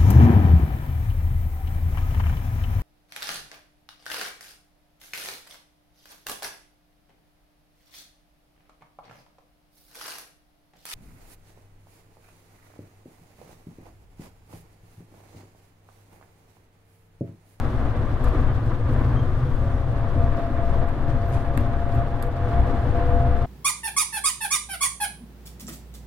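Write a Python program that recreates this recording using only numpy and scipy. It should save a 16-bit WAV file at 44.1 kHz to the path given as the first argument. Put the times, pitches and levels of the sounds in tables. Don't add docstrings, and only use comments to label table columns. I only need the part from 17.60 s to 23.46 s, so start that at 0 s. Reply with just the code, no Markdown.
import sys
import numpy as np
from scipy import signal
from scipy.fft import rfft, irfft, next_fast_len
from scipy.io import wavfile
from scipy.ndimage import uniform_filter1d

SR = 44100
rng = np.random.default_rng(int(sys.argv[2]) if len(sys.argv) > 2 else 0)


def store_wav(level_fs):
    pcm = np.round(np.clip(np.atleast_2d(level_fs), -1, 1) * 32767)
    wavfile.write(sys.argv[1], SR, pcm.T.astype(np.int16))


N = 258413
TIME = np.arange(N) / SR
CUTOFF_HZ = 15800

RUMBLE_DB, THROB_DB, ROAR_DB, BOOM_DB, RUSH_DB = -23.5, -35, -34.0, -37.5, -66.0
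RUMBLE_PER_ROAD, THROB_PER_ROAD, THROB_PER_JOLT, RUSH_PER_ROAR = 0.21, 2.73, 2.2, 0.52
SIDEBAND_PER_JOLT = 0.33
MESH_HZ, MESH_RISE_HZ_PER_S, TOOTH_SHUDDER_DB = 667.8, 4.2, 1.3
PUFF_S, PUFF_DB, PUFF_ATTACK_DB_PER_S, PUFF_RELEASE_DB_PER_S = 3.735, -50.5, 330, 130


def from_db(db):
    return 10 ** (np.asarray(db) / 20)


def rms_one(x):
    return x / np.sqrt(np.mean(x ** 2) + 1e-20)


def in_time(rows):
    s, *columns = np.transpose(rows)
    return [np.interp(TIME, s, c) for c in columns]


def at_hz(points, hz):
    f, value = np.transpose(points)
    return np.interp(np.log(hz), np.log(f), value)


def pan(lean_db):
    return from_db(np.array([[.5], [-.5]]) * lean_db)


def swell(middle_s, length_s):
    return np.exp2(-np.minimum(np.square(2 * (TIME - middle_s) / length_s), 60))


def bursts(rows, edge_s=.015):
    gain = 0
    for start_s, end_s, db in rows:
        rise = np.tanh((TIME - start_s) / edge_s)
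        fall = np.tanh((TIME - end_s) / edge_s)
        gain = gain + from_db(db) * (rise - fall) / 2
    return gain


def drift(rate_hz):
    step = 40
    r = np.exp(-2 * np.pi * rate_hz * step / SR)
    noise = rng.standard_normal(N // step + 2002)
    slow = signal.lfilter([1], [1, -2 * r, r * r], noise)[2000:]
    return np.interp(np.arange(N) / step, np.arange(len(slow)), rms_one(slow))


def resonate(x, hz, width_hz):
    r = np.exp(-np.pi * width_hz / SR)
    zeros = np.array([1, 0, -1]) * (1 - r * r) / 2
    poles = [1, -2 * r * np.cos(2 * np.pi * hz / SR), r * r]
    return signal.lfilter(zeros, poles, x + 1e-18)


def cabin_noise(spectrum):
    # (frequency [Hz], correlation [-])
    ear_likeness = [(25, .95), (80, .985), (250, .945), (500, .74), (1000, .79), (2000, .28), (4000, -.12),
                    (9000, -.15), (15000, .05)]
    # (frequency [Hz], left minus right [dB])
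    ear_lean = [(12, 11), (22, 8), (35, 5), (63, 3.2), (125, 1.5), (500, .3), (1200, 1.1), (15000, 1)]
    size = next_fast_len(N)
    hz = np.maximum(np.arange(size // 2 + 1) * SR / size, 1)
    mid, side = rfft(rng.standard_normal((2, size)))
    alike = np.clip(at_hz(ear_likeness, hz), -.99, .99)
    pair = np.sqrt(1 + alike) * mid + np.sqrt(1 - alike) * side * [[1], [-1]]
    coloured = pair * pan(at_hz(ear_lean, hz)) * from_db(at_hz(spectrum, hz))
    out = irfft(coloured, size)[:, :N]
    return out / np.std(out.mean(axis=0))


def steadied(x, span_s):
    power = uniform_filter1d(np.mean(np.atleast_2d(x), axis=0) ** 2, int(span_s * SR) + 1)
    return x / np.sqrt(power + 1e-12)


def tone(hz, waver_hz, flutter_db, ear_phase_rad=0.26):
    phase = 2 * np.pi * np.cumsum(hz + waver_hz * drift(14)) / SR
    wave = np.sqrt(2) * np.sin(phase + ear_phase_rad * np.array([[1], [-1]]))
    return wave * from_db(flutter_db * drift(18))


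def jolts():
    # (middle [s], length [s], rumble rise [dB], roar rise [dB], boom rise [dB])
    track_patches = [(0.115, 0.038, -4, -1, 2.5), (0.335, 0.036, -0.5, -2, -4), (0.668, 0.062, 4, 3.5, 6.5),
                     (0.79, 0.13, 5, 2, 4.5), (0.897, 0.066, 4, 1.5, -2.5), (1.068, 0.042, 5, 0, 1),
                     (1.226, 0.069, -0.5, -2.5, -0.5), (1.43, 0.35, 4.5, 4.5, 4), (1.94, 0.62, 3, 1.5, 5),
                     (2.25, 0.1, -1, -1, -3), (2.357, 0.048, 1.5, 2, -1), (2.646, 0.18, 5, 1.5, 3),
                     (2.808, 0.13, -3, 1.5, -2), (3.2, 0.24, 5, 2.5, 4.5), (3.286, 0.14, -2, -0.5, -7),
                     (3.515, 0.11, 3.5, 1, 2), (3.656, 0.067, 0.5, 1.5, -2), (3.758, 0.053, 3, 3, 0),
                     (3.85, 0.037, -4, 0.5, -3), (3.998, 0.083, 4, 2.5, 3.5), (4.1, 0.04, 2, 0.5, -2),
                     (4.387, 0.07, 5.5, 4, 2), (4.488, 0.042, -5, -0.5, 1), (4.592, 0.035, -5, -1, 1),
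                     (4.73, 0.08, -2, -0.5, -6), (4.924, 0.085, -0.5, 2.5, 3), (5.01, 0.056, 5, 2, 0.5),
                     (5.31, 0.028, 4, -0.5, 1.5), (5.401, 0.075, 1, 2, -2), (5.653, 0.38, 3.5, 1.6, 0)]
    return sum(np.outer(rises_db, swell(s, length_s)) for s, length_s, *rises_db in track_patches)


def rush(rush_db, flicker_db=2.5):
    # (frequency [Hz], relative density [dB])
    rush_spectrum = [(1500, -5), (3500, 15), (4500, 12), (5800, 8), (7000, 3), (9000, 2), (11000, -1),
                     (13500, 0), (15500, -6.5)]
    whistle = from_db(-83) * rms_one(resonate(rng.standard_normal(N), 9530, width_hz=160))
    return from_db(rush_db + flicker_db * drift(24)) * cabin_noise(rush_spectrum) + whistle


def body(rumble_db, throb_db, air_mode_hz=63.56):
    # (frequency [Hz], relative density [dB])
    body_spectrum = [(5, -28.5), (12, 2), (22, 0), (33, -4.5), (41, -12), (52, -10), (63, -9), (75, -8),
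                     (100, -7.5), (122, -5), (137, -9.5), (150, -23), (170, -27), (700, -125)]
    shake = from_db(rumble_db) * steadied(cabin_noise(body_spectrum), span_s=.1)
    throb = from_db(throb_db) * tone(air_mode_hz, waver_hz=3.5, flutter_db=2.5)
    return shake + throb * pan(3.0)


def puff(crackle_db=3.2):
    # (frequency [Hz], relative density [dB])
    puff_spectrum = [(800, 0), (2000, 10), (5000, -2), (8500, -2), (13000, -8), (16000, -22)]
    age_s = TIME - PUFF_S
    puff_db = PUFF_DB + np.minimum(PUFF_ATTACK_DB_PER_S * age_s, -PUFF_RELEASE_DB_PER_S * age_s)
    crackle = rms_one(from_db(crackle_db * drift(400)))
    return from_db(puff_db) * crackle * cabin_noise(puff_spectrum)


def squeaks(overtone_db=-17.0):
    # (start [s], length [s], pitch [Hz], pitch spread [Hz], level [dB])
    squeak_rows = [(1.563, .027, 3170, 10, -48), (1.586, 0.026, 3180, 12, -47.5),
                   (1.606, .055, 3160, 10, -60), (3.666, 0.053, 13550, 160, -60),
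                   (3.67, .04, 12200, 200, -70), (4.332, 0.031, 11400, 700, -64)]
    out = np.zeros(N)
    for s, length_s, hz, spread_hz, db in squeak_rows:
        shape = np.sin(np.pi * np.clip((TIME - s) / length_s, 0, 1) ** 0.8)
        phase = 2 * np.pi * np.cumsum(hz + spread_hz * drift(350)) / SR
        octave = from_db(overtone_db) * np.sin(2 * phase) * (2 * hz < CUTOFF_HZ)
        out += from_db(db) * shape * (np.sin(phase) + octave)
    return out * pan(3.2)


def chatter(per_s, spread_db=3.0):
    contacts = (rng.random((2, N)) < per_s / SR) * rng.choice([-1, 1], (2, N))
    strength_db = spread_db * np.minimum(rng.exponential(1, (2, N)), 4)
    return rms_one(contacts * from_db(strength_db))


def fitting_ring(force, heft_db):
    # (frequency [Hz], width [Hz], level [dB])
    plastic_modes = [(1000, 140, 9), (1380, 160, 10), (1650, 120, 9), (1950, 260, 9), (2600, 450, 2.5),
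                     (3600, 900, -4), (4900, 800, -8), (6900, 500, -5.5), (8100, 800, -2), (9100, 700, -2),
                     (11000, 900, 0), (12600, 1200, 0), (14500, 1000, -9)]
    out = 0
    for k, (hz, width_hz, db) in enumerate(plastic_modes):
        mode_db = db + heft_db * np.clip(np.log2(9000 / hz), -1, 2)
        out = out + (-1) ** k * from_db(mode_db) * resonate(force, hz, width_hz)
    return out


def fittings(rush_db, tail_db=-22.0, tail_t60_s=.19, trim_db=6.5, buzz_db=-7.0):
    # (middle [s], length [s], level before trim [dB], left minus right [dB], heft [dB/octave down])
    rattle_rows = [(1.055, 0.016, -64, -6, 0), (1.33, .025, -60, 2, 4), (1.4, .06, -64, 1, 4.5),
                   (1.962, .025, -65, 2, 1), (2.958, 0.033, -69, 1, 9), (3.288, 0.024, -58, .5, 4),
                   (4.292, .02, -62, 1, 6.5), (4.35, .035, -59, 1, 4.5), (5.0, .025, -63, 0, 2)]
    # (time [s], level before trim [dB], left minus right [dB], t60 [s], heft [dB/octave down])
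    tick_rows = [(0.641, -42, -4, .022, 0), (0.6835, -51, -5, .03, 2), (3.9746, -31, -5, 0.0098, 4),
                 (4.0054, -54, -.5, .02, -1), (4.625, -32.5, -3, 0.011, 0.5), (4.632, -54, -1, .015, 3),
                 (4.6655, -57, 0, .02, 3)]
    buzz_gain = from_db(rush_db + buzz_db + 3 * drift(20)) * pan(1.0)
    out = fitting_ring(buzz_gain * rng.standard_normal((2, N)), 0)
    contacts, crack = chatter(per_s=3000), rng.standard_normal((2, N))
    for s, length_s, db, lean_db, heft_db in rattle_rows:
        span = slice(int((s - 2 * length_s) * SR), int((s + 2 * length_s) * SR))
        gain = from_db(db + trim_db) * pan(lean_db)
        out[:, span] += fitting_ring(gain * swell(s, length_s)[span] * contacts[:, span], heft_db)
    for s, db, lean_db, t60_s, heft_db in tick_rows:
        span = slice(int(s * SR), int(s * SR) + SR // 2)
        age_s = TIME[span] - s
        shape = from_db(-60 * age_s / t60_s) + from_db(tail_db - 60 * age_s / tail_t60_s)
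        gain = from_db(db + trim_db) * pan(lean_db)
        out[:, span] += fitting_ring(gain * shape * crack[:, span], heft_db)
    return out


def thumps(rise_s=0.0035):
    # (time [s], level [dB])
    joint_rows = [(0.083, -37), (0.73, -30), (1.29, -27), (1.41, -28.5), (1.51, -29.5), (2.555, -27.5),
                  (2.9, -30), (3.972, -24.5), (4.621, -36), (5.134, -30.5), (5.54, -26.5)]
    # (frequency [Hz], level re the thump [dB], t60 [s])
    floor_modes = [(103, -2.5, 0.15), (211, -9.5, 0.25), (240.5, 2.5, 0.26), (297, 1, 0.14)]
    out = np.zeros(N)
    for s, db in joint_rows:
        span = slice(int(s * SR), int(s * SR) + SR // 2)
        age_s = TIME[span] - TIME[span][0]
        onset = 1 - np.exp(-age_s / rise_s)
        for hz, mode_db, t60_s in floor_modes:
            ring = np.sin(2 * np.pi * (hz * age_s + rng.random()))
            out[span] += from_db(db + mode_db - 60 * age_s / t60_s) * onset * ring
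    return out * pan(1.0)


def drive(jolt_db, idle_db=-1.5, drone_hz=491.0):
    # (time [s], lower level [dB], upper level [dB])
    sideband_curve = [(1.8, -75, -72), (2.05, -44, -57), (2.6, -46, -62), (3.6, -46, -54),
                      (3.9, -43.5, -49.5), (5.0, -55, -49), (5.86, -50, -50)]
    # (start [s], end [s], level [dB])
    whine_rows = [(2.33, 2.56, -46), (2.585, 2.675, -32), (2.745, 2.9, -35), (2.945, 3.11, -34.5),
                  (3.12, 3.31, -38), (3.45, 3.53, -37.5), (3.56, 3.83, -39), (3.86, 3.94, -38),
                  (4.04, 4.24, -39), (4.26, 4.36, -34.5), (4.38, 4.425, -27.5), (4.46, 4.7, -40.5),
                  (4.75, 4.87, -36), (4.9, 4.94, -33), (4.945, 5.01, -27.5), (5.04, 5.26, -36),
                  (5.35, 5.445, -29), (5.485, 5.69, -28.5), (5.72, 5.9, -35)]
    # (start [s], end [s], level [dB])
    drone_rows = [(2.575, 2.62, -34.5), (3.18, 3.22, -38), (4.63, 4.72, -37), (4.835, 4.885, -33),
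                  (5.06, 5.135, -34.5), (5.24, 5.385, -35), (5.405, 5.5, -35), (5.5, 5.575, -28.5),
                  (5.575, 5.71, -35.5), (5.71, 5.83, -39)]
    mesh_hz = MESH_HZ + MESH_RISE_HZ_PER_S * TIME
    spacing_hz = mesh_hz * .182
    lower_db, upper_db = in_time(sideband_curve) + SIDEBAND_PER_JOLT * jolt_db
    idle = from_db(lower_db + idle_db)
    load = (idle + bursts(whine_rows)) * from_db(TOOTH_SHUDDER_DB * drift(60))
    whine = load * tone(mesh_hz, waver_hz=2.6, flutter_db=1.0)
    lower = from_db(lower_db) * tone(mesh_hz - spacing_hz, waver_hz=2.2, flutter_db=2.5)
    upper = from_db(upper_db) * tone(mesh_hz + spacing_hz, waver_hz=3.5, flutter_db=3.0)
    drone = bursts(drone_rows) * tone(drone_hz, waver_hz=2.5, flutter_db=1.2)
    return (whine + lower + upper) * pan(-0.36) + drone * pan(.3)


def tyres(roar_db, boom_db, grain_db=1.01):
    # (frequency [Hz], relative density [dB])
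    roar_spectrum = [(110, -1.5), (170, -2.5), (205, -1.5), (300, 1), (405, -8), (470, -3.5), (720, -5.5),
                     (905, -10.5), (970, -8.5), (1150, -8), (1330, -12), (1650, -13.5), (2400, -25.5),
                     (3400, -30), (4600, -40), (8000, -93)]
    # (frequency [Hz], width [Hz], level re the boom [dB])
    cabin_modes = [(232, 4, -9), (250.9, 7.1, -6.5), (276.3, 4.3, -11), (294, 8.5, -25.5),
                   (371.1, 8.9, -11.5), (487.6, 11.6, -10), (610.6, 9.9, -18.5), (1150, 13, -21.5),
                   (1190, 12, -17), (3430, 170, -33)]
    roar = from_db(roar_db + grain_db * drift(28)) * cabin_noise(roar_spectrum)
    boom = np.zeros(N)
    for hz, width_hz, db in cabin_modes:
        ringing = resonate(rng.standard_normal(N), hz, width_hz)
        boom += from_db(db) * steadied(ringing, span_s=0.55)
    return roar + from_db(boom_db) * boom * pan(0.97)


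def scene():
    # (time [s], level re an ordinary stretch [dB])
    road_curve = [(0, 3), (0.5, 1.6), (0.8, 0.5), (1.1, -1.2), (1.9, -2.6), (2.45, -0.55), (2.8, 0),
                  (3.5, -0.5), (4.7, 0.2), (5.1, 3), (5.6, 1.5), (5.86, 0)]
    (road_db,) = in_time(road_curve)
    body_jolt_db, tyre_jolt_db, boom_jolt_db = jolts()
    rumble_db = RUMBLE_DB + RUMBLE_PER_ROAD * road_db + body_jolt_db
    throb_db = THROB_DB + THROB_PER_ROAD * road_db + THROB_PER_JOLT * body_jolt_db
    roar_db = ROAR_DB + road_db + tyre_jolt_db
    boom_db = BOOM_DB + road_db + boom_jolt_db
    rush_db = RUSH_DB + RUSH_PER_ROAR * (road_db + tyre_jolt_db)
    running = rush(rush_db) + body(rumble_db, throb_db) + drive(tyre_jolt_db) + tyres(roar_db, boom_db)
    return running + puff() + squeaks() + fittings(rush_db) + thumps()


def record(dry):
    ending = np.minimum((TIME[-1] - TIME) / .004, 1)
    lowpass = signal.ellip(12, .1, 80, CUTOFF_HZ, fs=SR, output="sos")
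    return signal.sosfilt(lowpass, dry * ending)


dry = scene()
out = record(dry)
store_wav(out)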